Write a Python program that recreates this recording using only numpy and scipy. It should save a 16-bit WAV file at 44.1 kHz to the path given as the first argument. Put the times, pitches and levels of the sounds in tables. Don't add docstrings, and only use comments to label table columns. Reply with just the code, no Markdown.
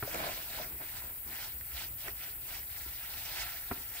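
import sys
import numpy as np
from scipy import signal
from scipy.fft import rfft, irfft
from scipy.io import wavfile

SR = 44100
rng = np.random.default_rng(int(sys.argv[2]) if len(sys.argv) > 2 else 0)


def wav_record(signal):
    frames = np.transpose(np.atleast_2d(signal))
    bounded = np.clip(frames, -1, 1)
    quanta = np.round(bounded * 32767).astype(np.int16)
    wavfile.write(sys.argv[1], SR, quanta)


N = 176400
T = np.arange(N) / SR
HZ = np.maximum(np.arange(N // 2 + 1) * SR / N, 1)

# (peak time [s], rise [s], fall [s], level [dB])
MEAL_SURGES = [(.27, 0.26, .15, -43.5), (.575, 0.16, 0.089, -46), (.83, .035, 0.068, -54.5),
               (.96, 0.099, .1, -48.5), (1.39, 0.093, .125, -46.5), (1.815, 0.093, 0.057, -44.5),
               (2.08, .075, 0.035, -46), (2.245, .075, .085, -50), (2.545, 0.096, .06, -46),
               (2.78, 0.092, .19, -50), (3.03, .15, 0.27, -51.5), (3.33, 0.23, .34, -45),
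               (3.412, 0.057, 0.037, -41), (3.79, 0.11, 0.12, -51.5), (4.0, 0.09, .08, -46)]
# (frequency [Hz], gain [dB])
MEAL_EQ = [(100, -50), (270, -15), (480, -16), (620, -6.5), (740, -1.5), (950, -5), (1150, -11.5),
           (1360, 0.5), (1560, -1), (2000, 1), (3100, -1), (4200, -1), (5200, -2.5), (6600, -7),
           (8000, -5.5), (11000, -10.5), (16000, -49)]
# (frequency [Hz], left-right correlation [-1..1])
MEAL_CORRELATION = [(700, 1), (1400, 0.76), (2500, 1), (4500, 0.23), (9000, 0.17)]
# (frequency [Hz], left minus right [dB])
MEAL_PAN = [(300, 8), (700, 2), (1400, -5.5), (3000, -4), (6500, -0.5)]
# (time [s], level [dB],
# pitch [Hz])
HOLLOW_POPS = [(.076, -33.5, 586), (.1455, -35, 670), (.152, -40.5, 570), (.201, -37, 610),
               (.238, -37, 1030), (.242, -35, 700), (.266, -33, 626), (.276, -32.5, 620),
               (.294, -36.5, 704), (.586, -39.5, 920), (.597, -37.5, 627), (.607, -39.5, 645),
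               (.808, -47, 840), (1.02, -47.5, 954), (2.084, -43.5, 406), (2.862, -49.5, 336)]
# (peak time [s], rise [s], fall [s], level [dB])
CLUMP_CLUSTERS = [(.115, 0.058, 0.044, -48), (.15, 0.02, .06, -40), (.215, 0.04, .081, -40),
                  (.275, .025, .04, -45), (.36, 0.069, 0.11, -49.5), (.595, 0.052, 0.078, -46),
                  (.812, 0.026, 0.044, -49.5), (1.03, 0.036, 0.16, -57.5), (2.085, 0.033, 0.014, -46.5)]
# (frequency [Hz], gain [dB])
RUSTLE_EQ = [(60, -3), (180, -5.5), (420, -3.5), (540, -4), (655, 2), (790, -4), (890, -7), (1020, -1.5),
             (1180, -8.5), (1450, -1), (1800, -8), (2400, -4), (3400, -42)]
# (frequency [Hz], left-right correlation [-1..1])
RUSTLE_CORRELATION = [(280, 0.97), (640, 0.38), (1400, -0.66), (3000, 0.8)]
# (time [s], level [dB], pitch [Hz])
SNAP_HITS = [(0.145, -36, 7800), (0.145, -35, 2390), (1.611, -41.5, 1770), (2.083, -29, 1880),
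             (3.14, -40, 2620)]
# (time [s], level [dB], tilt [dB/octave], rebound delay [s], rebound gain [dB],
# thump pitch [Hz], thump level [dB])
KNOCK_HITS = [(.026, -32, 2.5, 0.0057, -29, 117, -32.5), (3.7128, -28, -2.5, 0.00733, -14, 72, -33.5)]
# (frequency [Hz], gain [dB], t60 [s])
KNOCK_RESONANCES = [(266, -5, 0.056), (390, -17, 0.036), (701, -5.5, 0.034), (950, -2, 0.0073),
                    (1393, 0.5, 0.025), (1846, -6.5, 0.025), (2420, -12, 0.021)]
# (peak time [s], rise [s], fall [s], level [dB])
SCUFF_RUBS = [(.031, 0.0064, 0.028, -42), (3.716, 0.00663, 0.017, -36.5), (3.77, 0.032, 0.055, -55.5),
              (1.3, 0.044, 0.072, -55.5), (.72, 0.059, 0.044, -53), (2.1, 0.012, 0.035, -57)]
# (frequency [Hz], gain [dB])
SCUFF_EQ = [(60, -34), (130, -2.5), (280, 1.5), (400, 3), (560, -11), (900, -3.5), (1500, -9), (2500, -12),
            (5000, -40)]
# (time [s], level [dB])
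HANDLING_BUMPS = [(0.731, -45), (0.984, -46.5), (1.044, -46), (1.545, -43.5), (1.735, -44.5),
                  (2.705, -46.5), (2.855, -45.5)]
# (frequency [Hz], gain [dB])
RUMBLE_EQ = [(15, -45), (28, -6), (42, -4), (58, 1.5), (80, -6.5), (120, -7), (165, -18.5), (300, -20.5),
             (1000, -25.5), (3000, -30.5), (8000, -78)]
# (frequency [Hz], left-right correlation [-1..1])
CENTRED_BASS = [(100, 0.98), (300, 0.92), (1000, 0.15)]
# (frequency [Hz], gain [dB])
HISS_EQ = [(1000, -26), (4000, -42), (6000, -41), (6900, -25), (7400, -12.5), (11000, -7.5), (13800, -1),
           (14600, 5.3), (15600, 0)]
# (frequency [Hz], left minus right [dB])
HISS_PAN = [(10000, 1.4), (14500, 3)]
# (delay [s], gain [dB], left minus right [dB])
YARD_REFLECTIONS = [(.0031, -31.5, 22), (.0058, -21.5, -17.5), (.0125, -12.5, 10)]


def meal(trickle_db=-60, flutter_db=.7):
    flow = np.hypot(swells(MEAL_SURGES), from_db(trickle_db))
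    flow *= from_db(flutter_db * drift(rate_hz=30))
    impacts = grains(flow, per_s=9000, ref_db=-47.5, spread_db=-.5)
    patter = colour(impacts, MEAL_EQ, MEAL_CORRELATION, MEAL_PAN, left_lead_s=.000075)
    return shimmer(patter, depth_db=2.5, rate_hz=20)


def pops():
    return sum(thud(s, db, hz, rise_s=.0021) for s, db, hz in HOLLOW_POPS)


def clump_rustle():
    landings = grains(swells(CLUMP_CLUSTERS), per_s=1500, ref_db=-41, spread_db=.5)
    return colour(landings, RUSTLE_EQ, RUSTLE_CORRELATION)


def snaps():
    return sum(burst(clicks([s], db), hz, t60=.016, octaves=.26) for s, db, hz in SNAP_HITS)


def knocks(contact_s=.0003):
    times, db, tilt_db, delay, rebound_db, thump_hz, thump_db = np.transpose(KNOCK_HITS)
    body = sum(ring(clicks([s], level), hz, t60=.09) for s, level, hz in zip(times, thump_db, thump_hz))
    for k, (hz, mode_db, t60) in enumerate(KNOCK_RESONANCES):
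        strike_db = db + mode_db + tilt_db * np.log2(hz / 500)
        blows = clicks(times, strike_db) + clicks(times + delay, strike_db + rebound_db)
        body -= (-1) ** k * ring(blows, hz, t60)
    contact = np.exp(-.5 * (np.arange(-60, 61) / (SR * contact_s / 6)) ** 2)
    return np.convolve(body, contact / contact.sum(), "same")


def scuffs():
    slips = grains(swells(SCUFF_RUBS), per_s=3000, ref_db=-46.5, spread_db=.5)
    return colour(slips, SCUFF_EQ, CENTRED_BASS)


def bumps():
    return sum(thud(s, db, hz=62.6, rise_s=.012) for s, db in HANDLING_BUMPS)


def rumble(level_db=-55.5, waver_db=2):
    bed = colour(rng.standard_normal((2, N)), RUMBLE_EQ, CENTRED_BASS)
    return bed * from_db(level_db + waver_db * drift(rate_hz=22))


def hiss(level_db=-39):
    return from_db(level_db) * colour(rng.standard_normal((2, N)), HISS_EQ, balance=HISS_PAN)


def yard(x, cutoff_hz=3800):
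    hz = np.arange(N + 1) * SR / (2 * N)
    echoes = sum(from_db(db) * pan(side_db) * np.exp(-2j * np.pi * hz * delay)
                 for delay, db, side_db in YARD_REFLECTIONS)
    dulled = echoes / (1 + 1j * hz / cutoff_hz)
    return irfft(rfft(x, 2 * N) * (1 + dulled))[:, :N]


def swells(rows, shape=1.8):
    power = 0
    for peak_s, rise, fall, db in rows:
        distance = np.abs(T - peak_s) / np.where(T < peak_s, rise, fall)
        power += (from_db(db) * np.exp(-distance ** shape)) ** 2
    return np.sqrt(power + 1e-14)


def grains(level, per_s, ref_db, spread_db):
    chance = np.clip(per_s / SR * level / from_db(ref_db), 1e-3, 1)
    sizes = rms_one(from_db(spread_db * np.minimum(rng.exponential(1, (2, N)), 4)))
    polarity = rng.choice([-1, 1], (2, N))
    hits = rng.random((2, N)) < chance
    return hits * sizes * polarity * level / np.sqrt(chance)


def clicks(times, db):
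    track = np.zeros(N)
    track[(np.asarray(times) * SR).astype(int)] = from_db(db)
    return track


def thud(start_s, db, hz, rise_s):
    age = np.maximum(T - start_s, 0)
    envelope = age / rise_s * np.exp(1 - age / rise_s)
    return from_db(db) * envelope * np.sin(2 * np.pi * hz * age)


def ring(x, hz, t60):
    decay, step = from_db(-60 / (t60 * SR)), 2 * np.pi * hz / SR
    return signal.lfilter([0, np.sin(step)], [1, -2 * decay * np.cos(step), decay ** 2], x + 1e-18)


def burst(x, hz, t60, octaves):
    edges = np.clip(hz * 2 ** (np.array([-.5, .5]) * octaves), 20, .45 * SR)
    bandpass = signal.butter(2, edges, "band", fs=SR, output="sos")
    noise = signal.sosfilt(bandpass, rng.standard_normal((2, N)))
    envelope = signal.lfilter([1], [1, -from_db(-60 / (t60 * SR))], x + 1e-18)
    return rms_one(noise) * envelope


def colour(pair, eq, correlation=None, balance=None, left_lead_s=0):
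    mid, side = rfft(pair) * rms_one(from_db(curve(eq)))
    alike = np.clip(curve(correlation), -.995, .995) if correlation else 0
    stereo = np.sqrt((1 + alike) / 2) * mid + np.sqrt((1 - alike) / 2) * side * np.array([[1], [-1]])
    stereo[1] *= np.exp(-2j * np.pi * HZ * left_lead_s)
    return irfft(stereo * pan(curve(balance) if balance else 0), N)


def shimmer(x, depth_db, rate_hz):
    spectrum = rfft(x)
    octave = np.clip(np.log2(HZ / 250), 0, 5.5)
    mix = 0
    for centre in np.arange(0, 6, .5):
        band = irfft(spectrum * np.maximum(1 - 2 * np.abs(octave - centre), 0), N)
        mix += band * from_db(depth_db * drift(rate_hz))
    return mix


def drift(rate_hz):
    return rms_one(irfft(rfft(rng.standard_normal(N)) / (1 + (HZ / rate_hz) ** 2), N))


def curve(points):
    hz, value = np.transpose(points)
    return np.interp(np.log(HZ), np.log(hz), value)


def pan(db):
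    return from_db(np.array([[.5], [-.5]]) * db)


def from_db(db):
    return 10 ** (np.asarray(db) / 20)


def rms_one(x):
    return x / np.sqrt(np.mean(x ** 2) + 1e-20)


def scene():
    pour = yard(meal() + pops() + clump_rustle() + snaps())
    return pour + knocks() + scuffs() + bumps() + rumble() + hiss()


def record(dry):
    lowpass = signal.ellip(14, .1, 75, 15650, fs=SR, output="sos")
    return signal.sosfilt(lowpass, dry)


dry = scene()
out = record(dry)
wav_record(out)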